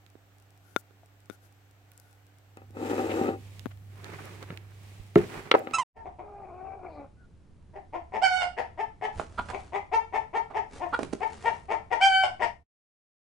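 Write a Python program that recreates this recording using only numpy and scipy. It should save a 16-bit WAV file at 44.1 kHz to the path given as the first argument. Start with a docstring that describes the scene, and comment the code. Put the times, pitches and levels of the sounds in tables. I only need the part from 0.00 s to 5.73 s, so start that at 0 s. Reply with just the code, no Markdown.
"""In a small, quiet room with a mains hum, a thin metal card tin is handled on a shelf.
A hand shifts its grip on a casing close to the microphone, with dull clicks. A finger taps the tin,
so its panels ring, and drags it out: it sticks and slips with a rough rub. Background hiss swells and
the hand slides softly over the metal. Then the tin bumps the shelf and is set down with a clack and a
short rattle, a few quick blows that ring its panels and rim."""
import sys
import numpy as np
from scipy import signal
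from scipy.fft import rfft, irfft, next_fast_len
from scipy.io import wavfile
from scipy.ndimage import uniform_filter1d

SR = 44100
rng = np.random.default_rng(int(sys.argv[2]) if len(sys.argv) > 2 else 0)


def master(y):
    """Save y as 16-bit WAV."""
    cut = np.clip(np.atleast_2d(y).T, -1, 1)
    pcm = np.round(cut * 32767)  # scale
    wavfile.write(sys.argv[1], SR, pcm.astype(np.int16))


N = 252863
TIME = np.arange(N) / SR

# shifts of the grip, and at 5.161 and 5.36 s two low booms of the shelf; here and below, fade_s is the time a
# sound takes to drop by 60 dB # start_s, thump_db, pitch_hz, fade_s, ring_db, left_over_right_db
GRIP_KNOCKS = [(0.154, -38.5, 326, 0.011, -87, -18), (0.7627, -5.5, 410, 0.0034, -21.5, 17.5),
               (0.908, -51.5, 400, 0.018, -64, -19), (1.033, -46, 690, 0.023, -73, 8),
               (1.2989, -24, 328, 0.0058, -43.5, 22), (1.3086, -40.5, 273, 0.0082, -57, 33),
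               (3.6584, -22.5, 230, 0.018, -56.5, 20), (3.6665, -23.5, 253, 0.003, -88, 31),
               (4.502, -30.5, 160, 0.071, -67, -1), (4.525, -21.5, 162, 0.0091, -67, -1),
               (4.998, -28.5, 35, 0.029, -80, -17), (5.161, -35, 51.5, 0.17, -45, 11),
               (5.36, -44, 42, 0.29, -75, 4)]


def from_db(db):
    """Turn decibels into a gain to multiply by."""
    return 10 ** (np.asarray(db) / 20)


def rms_one(x):
    """Scale a sound so that its average (rms) level is 1."""
    return x / np.sqrt(np.mean(x ** 2) + 1e-20)


def at_hz(points, hz):
    """Read a curve of (pitch, value) points at the given pitches."""
    pitches, values = np.array(points).T
    return np.interp(np.log(hz + 1), np.log(pitches), values)


def panned(db):
    """Gains that make the left side db louder than the right."""
    return from_db(np.array([[db], [-db]]) / 2)


def add(out, start_s, sound):
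    """Mix a short sound in at the given time."""
    start = round(start_s * SR)
    out[..., start:start + sound.shape[-1]] += sound[..., :N - start]


def cut(x, hz, keep, order=2):
    """Keep the "low" or the "high" side of hz; a higher order cuts more steeply."""
    return signal.sosfilt(signal.butter(order, min(hz, .45 * SR), keep, fs=SR, output="sos"), x)


def drift(turns_per_s):
    """A random curve that wanders around zero by about 1."""
    points = rng.standard_normal(N // 20)
    return np.interp(TIME * turns_per_s, np.arange(len(points)), points)


def stroke(start_s, length_s, rise_s, fall_s):
    """Gain that rises smoothly from zero and falls back."""
    up, down = (TIME - start_s) / rise_s, (start_s + length_s - TIME) / fall_s
    return np.sin(np.pi / 2 * np.clip(np.minimum(up, down), 0, 1)) ** 2


def ramp(start_s, length_s, db_per_s):
    """Gain that changes steadily for a while."""
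    return from_db(db_per_s * np.clip(TIME - start_s, 0, length_s))


def swells(rows):
    """Gain of several swells that rise and fall evenly."""
    return sum(from_db(db) * stroke(start, length, length / 2, length / 2) for start, length, db in rows)


def noise(colour, size=N):
    """Stereo noise shaped by (pitch_hz, level_db) points; both sides are most alike in the bass."""
    # how alike left and right are: pitch_hz, likeness (0 to 1)
    likeness = [(60, 1), (300, 0.61), (700, 0.56), (1400, 0), (16000, 0.04)]
    padded = next_fast_len(size)
    hz = np.arange(padded // 2 + 1) * SR / padded
    common, opposite = rfft(rng.standard_normal((2, padded)))
    alike = np.clip(at_hz(likeness, hz), 0, 1)
    pair = np.sqrt(1 + alike) * common + np.sqrt(1 - alike) * opposite * [[1], [-1]]
    return rms_one(irfft(pair * from_db(at_hz(colour, hz)), padded)[:, :size])


def body(tones, low_hz, top_hz, wash_fade_s, left_lag_ms, size=10000, wash_db=-15.5):
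    """How an object rings after one click: its main tones over a wash of crowded weak ones."""
    t = TIME[:size]
    delay_s = np.maximum([[left_lag_ms], [-left_lag_ms]], 0) / 1000
    age = np.maximum(t - delay_s, 0)
    rings = sum(from_db(db - 60 * age / fade_s) * np.sin(2 * np.pi * hz * age)
                for hz, db, fade_s in tones)
    strongest_db = max(db for _, db, _ in tones)
    wash = rms_one(cut(noise([(100, -27), (400, 19), (20000, -5)], size), top_hz, "low"))
    wash = wash * from_db(strongest_db + wash_db - 60 * t / wash_fade_s)
    # a small panel gives off little sound outside the range of its tones
    return cut(cut(rings + wash, low_hz, "high", order=3), top_hz, "low", order=6)


def excite(force, ring):
    """Every push in the force sets off its own copy of the ring."""
    return signal.fftconvolve(np.atleast_2d(force), ring, axes=-1)[:, :N]


def blows(rows):
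    """Force of a series of blows; a softer contact lasts longer and sounds duller."""
    force, t = np.zeros(N), TIME[:512]
    for start_s, db, brightness_hz in rows:
        pulse = t * np.exp(-2 * np.pi * brightness_hz * t)
        add(force, start_s, from_db(db) * pulse / pulse.sum())
    return force


def hum_and_air(hum_db=-52.5, air_db=-64, swell_start_s=2.375, swell_length_s=3.15):
    """Mains hum over soft room air; the hum swells with a low rumble, then falls back."""
    # the mains tone and a fainter drone: pitch_hz, level_db (added to the hum's level)
    hum_tones = [(99.8, -8), (288, -23)]
    # colour of the quiet room air: pitch_hz, level_db
    air_colour = [(20, -13), (55, 3.5), (150, 3), (230, -4), (400, -1), (620, -4), (760, 1), (950, -7),
                  (1500, -5), (3000, -11), (5000, -17.5), (8300, -18), (9500, -28), (13000, -17.5),
                  (16000, -22)]
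    (mains_hz, mains_db), (drone_hz, drone_db) = hum_tones
    swell = from_db(-35.5) * stroke(swell_start_s, swell_length_s, rise_s=0.9, fall_s=0.27)
    swell *= ramp(swell_start_s, swell_length_s, db_per_s=-3.5)
    mains_gain = (from_db(hum_db) + swell) * from_db(mains_db - 0.24 * drift(23.5))
    mains = mains_gain * np.sin(2 * np.pi * mains_hz * TIME)
    drone = from_db(hum_db + drone_db) * np.sin(2 * np.pi * drone_hz * TIME + 0.34 * drift(20))
    rumble = swell * from_db(-15) * noise([(20, -16), (75, 12), (135, 9.5), (210, -1.5), (1000, -28)])
    return np.sqrt(2) * (mains + drone) * panned(-3.5) + rumble + from_db(air_db) * noise(air_colour)


def skin_crackle(catches_per_s=8.2, low_hz=2500, top_hz=11000):
    """Dry fingertips catch and let go at random, each time with a very faint click."""
    strengths = from_db(-51 + rng.standard_normal(N))
    catches = (rng.random(N) < catches_per_s / SR) * strengths
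    hiss = cut(cut(rng.standard_normal((2, 256)), low_hz, "high"), top_hz, "low")
    click = hiss * np.exp(-TIME[:256] / 0.00096)
    return excite(catches, click) * panned(3)


def nail_ticks(fade_s=0.0068, size=2048):
    """A fingernail touches lightly: a tiny burst of noise that dies within milliseconds."""
    # fingernail touches: start_s, level_db, pitch_hz, left_over_right_db
    touches = [(0.0643, -50, 2730, -23), (0.7638, -27.5, 8450, 8), (1.2995, -37.5, 7000, 10),
               (1.9172, -42, 13200, -6), (1.918, -46.5, 3000, -15), (1.9770, -40.5, 9500, 16),
               (1.9990, -42.5, 8600, 17), (2.571, -41, 8000, -2), (3.5946, -33.5, 3000, -15.5),
               (3.658, -26, 1510, 8.5), (3.7739, -39.5, 970, 6), (4.0441, -29, 2430, -16.5),
               (4.2553, -36.5, 11500, 6), (4.428, -32.5, 4030, -4), (4.5742, -28, 2800, -6),
               (5.1561, -26, 5020, -2.5), (5.5148, -32, 9100, -13), (5.574, -43, 9400, -12),
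               (5.592, -38, 14000, -15), (5.7106, -36, 2950, -4)]
    out = np.zeros((2, N))
    for start_s, db, hz, pan_db in touches:
        burst = noise([(hz / 6, -30), (hz / 2, -7.5), (hz, 0), (hz * 2, -15), (hz * 6, -30)], size)
        add(out, start_s, panned(pan_db) * burst / 2 * from_db(db - 60 * TIME[:size] / fade_s))
    return out


def grip_knocks(size=8192):
    """Each shift of the grip gives a dead thump and a brief ring of the casing; the two low booms of the shelf
    are played the same way."""
    # ringing tones of the gripped casing: pitch_hz, level_db, fade_s
    casing_tones = [(780, -9, 0.0091), (1210, 0.5, 0.004), (1410, -2.5, 0.034), (2240, -1.5, 0.0038),
                    (3570, -8.5, 0.014), (6100, -12.5, 0.0057)]
    casing = body(casing_tones, low_hz=486, top_hz=6500, wash_fade_s=0.017, left_lag_ms=0, size=size)
    out, t = np.zeros((2, N)), TIME[:size]
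    for start_s, thump_db, hz, fade_s, ring_db, pan_db in GRIP_KNOCKS:
        thump = from_db(thump_db - 60 * t / fade_s) * np.sin(2 * np.pi * hz * t)
        knock = cut(thump, 0.75 * hz, "high") + from_db(ring_db) * casing
        add(out, start_s, panned(pan_db) * knock)
    return out


def finger_creep(hiss_s=0.06, hiss_over_thump_db=-51):
    """The holding fingers creep on the casing; a faint, brief high hiss also follows each knock."""
    # slow finger movements: start_s, length_s, level_db
    creeps = [(0.58, 0.25, -66), (1.29, 0.088, -60), (1.4, 0.1, -64), (1.82, 0.46, -70.5)]
    # colour of skin rubbing the casing: pitch_hz, level_db
    creep_colour = [(700, -3), (1250, -17), (1450, 12), (1750, -18), (4800, -11.5), (6100, -11),
                    (7200, -14), (12000, -9), (16000, -24)]
    hiss_gain = swells((start_s, hiss_s, db + hiss_over_thump_db) for start_s, db, *_ in GRIP_KNOCKS)
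    hiss = rms_one(cut(rng.standard_normal((2, N)), 6000, "high"))
    return (swells(creeps) * noise(creep_colour) + hiss_gain * hiss) * panned(10)


def tin_ring():
    """The tin's thin panels ring with many tones at once."""
    # ringing tones of the panels: pitch_hz, level_db, fade_s
    panel_tones = [(252.4, -28, 0.31), (312, -32, 0.088), (334, -27.5, 0.18), (380.6, -23, 0.12),
                   (473, -13, 0.031), (537.4, -26, 0.11), (587, -25.5, 0.068), (777, -22, 0.17),
                   (843, -15, 0.022), (1002, -27, 0.034), (1212, -26, 0.12), (1293, -22.5, 0.059),
                   (1403, -30, 0.067), (1655, -51, 0.09), (1965, -29, 0.13), (1980, -53, 0.027),
                   (2537, -22, 0.043), (2570, -35, 0.24), (3740, -26, 0.021), (4150, -38.5, 0.091)]
    return body(panel_tones, low_hz=207, top_hz=4170, wash_fade_s=0.18, left_lag_ms=-0.25)


def tin_knocks(tin):
    """Finger taps, and later the landing on the shelf, set the panels ringing."""
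    # blows on the panels: start_s, strength_db, brightness_hz
    hits = [(2.5715, -28.5, 4860), (2.618, -31.5, 1750), (2.704, -25, 250), (2.769, -17, 1410),
            (2.816, -14, 595), (2.932, -11, 1500), (2.995, -8.5, 960), (3.213, 0, 494), (3.289, -3, 800),
            (5.1575, -17, 1710), (5.175, -30, 2600), (5.2035, -18, 1900), (5.354, -26, 1400),
            (5.5145, -42, 3970), (5.5408, -13, 1390), (5.5432, -15, 1400), (5.5497, -6.5, 1390),
            (5.5520, -7.5, 1410), (5.672, -18, 2080), (5.7115, -27, 2900)]
    return excite(blows(hits), tin) * panned(2.2)


def tin_drag(tin, slips_per_s=900, slip_spread_db=4, judder_db=2, grain_db=2):
    """Sticking and slipping shakes the tin's panels; the same judder pulses the grit under its edge."""
    # the tin drags over the shelf, and later settles: start_s, length_s, rumble_db, grit_db
    drags = [(2.71, 0.69, -33.5, -47), (5.534, 0.21, -42, -54.5)]
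    rumble_gain, grit_gain = np.zeros(N), np.zeros(N)
    for start_s, length_s, rumble_db, grit_db in drags:
        sliding = stroke(start_s, length_s, rise_s=0.18, fall_s=0.15)
        grinding = stroke(start_s, length_s, rise_s=0.21, fall_s=0.2)   # the edge grinds only at speed
        # the hand bears down, so the rub deepens
        rumble_gain += from_db(rumble_db + 1) * sliding * ramp(start_s, length_s, db_per_s=8.5)
        grit_gain += from_db(grit_db + 2) * grinding * ramp(start_s, length_s, db_per_s=-1.5)
    judder = from_db(judder_db * drift(70))
    slips = (rng.random(N) < slips_per_s / SR) * from_db(slip_spread_db * rng.standard_normal(N))
    slips *= rng.choice([-1, 1], N) * judder
    # each slip is a dull tug with a sharp edge that reaches the high tones
    force = cut(slips, 190, "low", order=1) + from_db(-24) * slips
    rumble = excite(cut(force, 272, "high", order=5), tin)
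    # the steady push of the hand evens out the slips over about a tenth of a second
    rumble /= np.sqrt(uniform_filter1d(np.mean(rumble ** 2, axis=0), size=4000) + 1e-12)
    # colour of the grit under the edge: pitch_hz, level_db
    grit_colour = [(300, 19), (1500, 7.5), (2600, -1), (3600, -7.5), (6000, -11), (7800, -8), (9800, -18.5),
                   (12500, -15.5), (16000, -23)]
    grit = rms_one(cut(noise(grit_colour), 1780, "high"))
    grit *= np.sqrt(judder) * from_db(grain_db * drift(900))
    singing = from_db(-9) * rms_one(excite(cut(grit, 1000, "high"), tin))   # grit rings the high tones
    return rumble_gain * rumble * panned(3) + grit_gain * (grit + singing) * panned(1)


def edge_scuffs():
    """The tin's edge skids, giving a brief swell of rubbing noise around one pitch."""
    # skids: middle_s, length_s, level_db, pitch_hz, width_hz
    skids = [(3.112, .05, -39.5, 2410, 1100), (3.716, .03, -53, 1400, 1870),
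             (4.193, 0.025, -42.5, 1200, 790), (5.378, 0.067, -60, 370, 150),
             (5.5156, 0.007, -16.5, 3380, 1120), (5.552, .018, -14.5, 766, 466),
             (5.554, .035, -27.5, 1220, 445), (5.6, 0.11, -35.5, 550, 320)]
    out = np.zeros((2, N))
    for middle_s, length_s, db, hz, width_hz in skids:
        size = int(length_s * SR)
        band = signal.butter(2, [hz - width_hz / 2, hz + width_hz / 2], "band", fs=SR, output="sos")
        rub = rms_one(signal.sosfilt(band, rng.standard_normal((2, size))))
        add(out, middle_s - length_s / 2, from_db(db) * rub * np.hanning(size))
    return out


def background_hiss(flutter_db=1):
    """Soft background hiss rises and falls in slow swells."""
    # swells of the hiss: start_s, length_s, level_db
    hiss_swells = [(3.2, 0.64, -56.5), (3.75, 1.0, -52.5), (4.55, 0.72, -56), (5.08, 0.49, -49.5)]
    # colour of the hiss: pitch_hz, level_db
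    hiss_colour = [(94, -30), (160, -1.5), (269, -15.5), (396, -12.5), (924, -19.5), (1260, -19),
                   (1380, -25), (2200, -16), (5540, -26.5), (8150, -27), (14500, -36.5), (16000, -35)]
    return swells(hiss_swells) * from_db(flutter_db * drift(36)) * noise(hiss_colour) * panned(-2)


def hand_slide(grain_db=2.5, catch_db=3.2):
    """Skin slides over printed metal, catching lightly as it goes."""
    # strokes of the hand over the tin: start_s, length_s, rise_s, level_db
    slides = [(3.84, 0.89, 0.3, -49), (4.017, 0.26, 0.039, -55.5), (4.387, 0.061, 0.066, -53),
              (4.477, 0.4, 0.017, -57.5), (5.164, 0.12, 0.019, -36), (5.227, 0.31, 0.14, -42.5),
              (5.419, 0.24, 0.13, -43.5), (5.616, 0.2, 0.14, -46.5)]
    # colour of skin rubbing the tin: pitch_hz, level_db
    skin_colour = [(76, -119), (130, 6.5), (183, -2.5), (279, -4.5), (342, 4.5), (427, 2), (491, -5.5),
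                   (1220, -5.5), (1340, -6.5), (1930, -7), (2400, -9.5), (3000, -18), (4500, -23.5),
                   (12800, -35), (16000, -36)]
    speed = sum(from_db(db) * stroke(start_s, length_s, rise_s, max(length_s - rise_s, .01))
                for start_s, length_s, rise_s, db in slides)
    friction_db = grain_db * drift(600) + catch_db * drift(50)
    return speed * from_db(friction_db) * noise(skin_colour) * panned(-4.5)


def rim_clacks():
    """The tin's stiff rolled rim strikes, and its tones die quickly: a clack."""
    # blows on the rim: start_s, strength_db, brightness_hz
    hits = [(4.0438, -40, 6000), (4.426, -32.5, 2480), (4.5043, -29.5, 3500), (4.5731, -58, 4000),
            (5.158, -3, 1190), (5.5141, -13.5, 5950), (5.5150, -4.5, 6530), (5.5161, -46, 6000),
            (5.5405, -1.5, 960), (5.5428, -3, 640), (5.5497, -4, 696), (5.672, -25.5, 2430)]
    # ringing tones of the rim: pitch_hz, level_db, fade_s
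    rim_tones = [(510, -3, 0.015), (1356, -8.5, 0.031), (1734, -31, 0.011), (2120, 2.5, 0.0066),
                 (2870, -9, 0.0077), (3300, -28, 0.0068), (3620, -27, 0.0053), (3790, -10, 0.014),
                 (3685, -31, 0.0177)]
    rim = body(rim_tones, low_hz=356, top_hz=4390, wash_fade_s=0.058, left_lag_ms=0.099)
    return excite(blows(hits), rim) * panned(-0.49)


def shelf_bumps():
    """The tin bumps the shelf, and the board answers with a low thud."""
    # blows on the shelf: start_s, strength_db, brightness_hz
    hits = [(5.1592, 3, 600), (5.1620, -1.5, 470), (5.1648, -2.5, 393), (5.232, -20.5, 450)]
    # ringing tones of the board: pitch_hz, level_db, fade_s
    board_tones = [(141, -18, 0.13), (191, -14.5, 0.084), (253, -11.5, 0.053), (353, -13, 0.1),
                   (417.5, -6, 0.11), (600, -34, 0.037)]
    board = body(board_tones, low_hz=125, top_hz=743, wash_fade_s=0.17, left_lag_ms=0.23)
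    return excite(blows(hits), board) * panned(-0.5)


def room(x, echo_db=-23.5, fade_s=0.35, first_wall_s=0.006, size=20000):
    """The walls add a short, dull echo that starts with the first wall's bounce."""
    t = TIME[:size]
    tail = noise([(100, 30.5), (600, 7.5), (2500, 3.0), (10000, -61)], size)
    tail *= from_db(-60 * t / fade_s) * (t > first_wall_s)
    return x + from_db(echo_db) * excite(x, tail / np.sqrt(np.sum(tail ** 2)))


def scene():
    """The tin's knocks and drag echo in the room; handling sounds, hiss and hum have no echo."""
    tin = tin_ring()
    echoing = room(tin_knocks(tin) + rim_clacks() + shelf_bumps() + tin_drag(tin))
    handling = grip_knocks() + edge_scuffs() + nail_ticks() + hand_slide()
    handling += finger_creep() + skin_crackle()
    return echoing + handling + background_hiss() + hum_and_air()


def record(dry, ceiling=0.9, top_hz=16000):
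    """Round off the loudest peaks and cut the highest treble."""
    rounded = dry / (1 + (np.abs(dry) / ceiling) ** 6) ** (1 / 6)
    return signal.sosfilt(signal.ellip(10, .2, 70, top_hz, fs=SR, output="sos"), rounded)


dry = scene()
out = record(dry)
master(out)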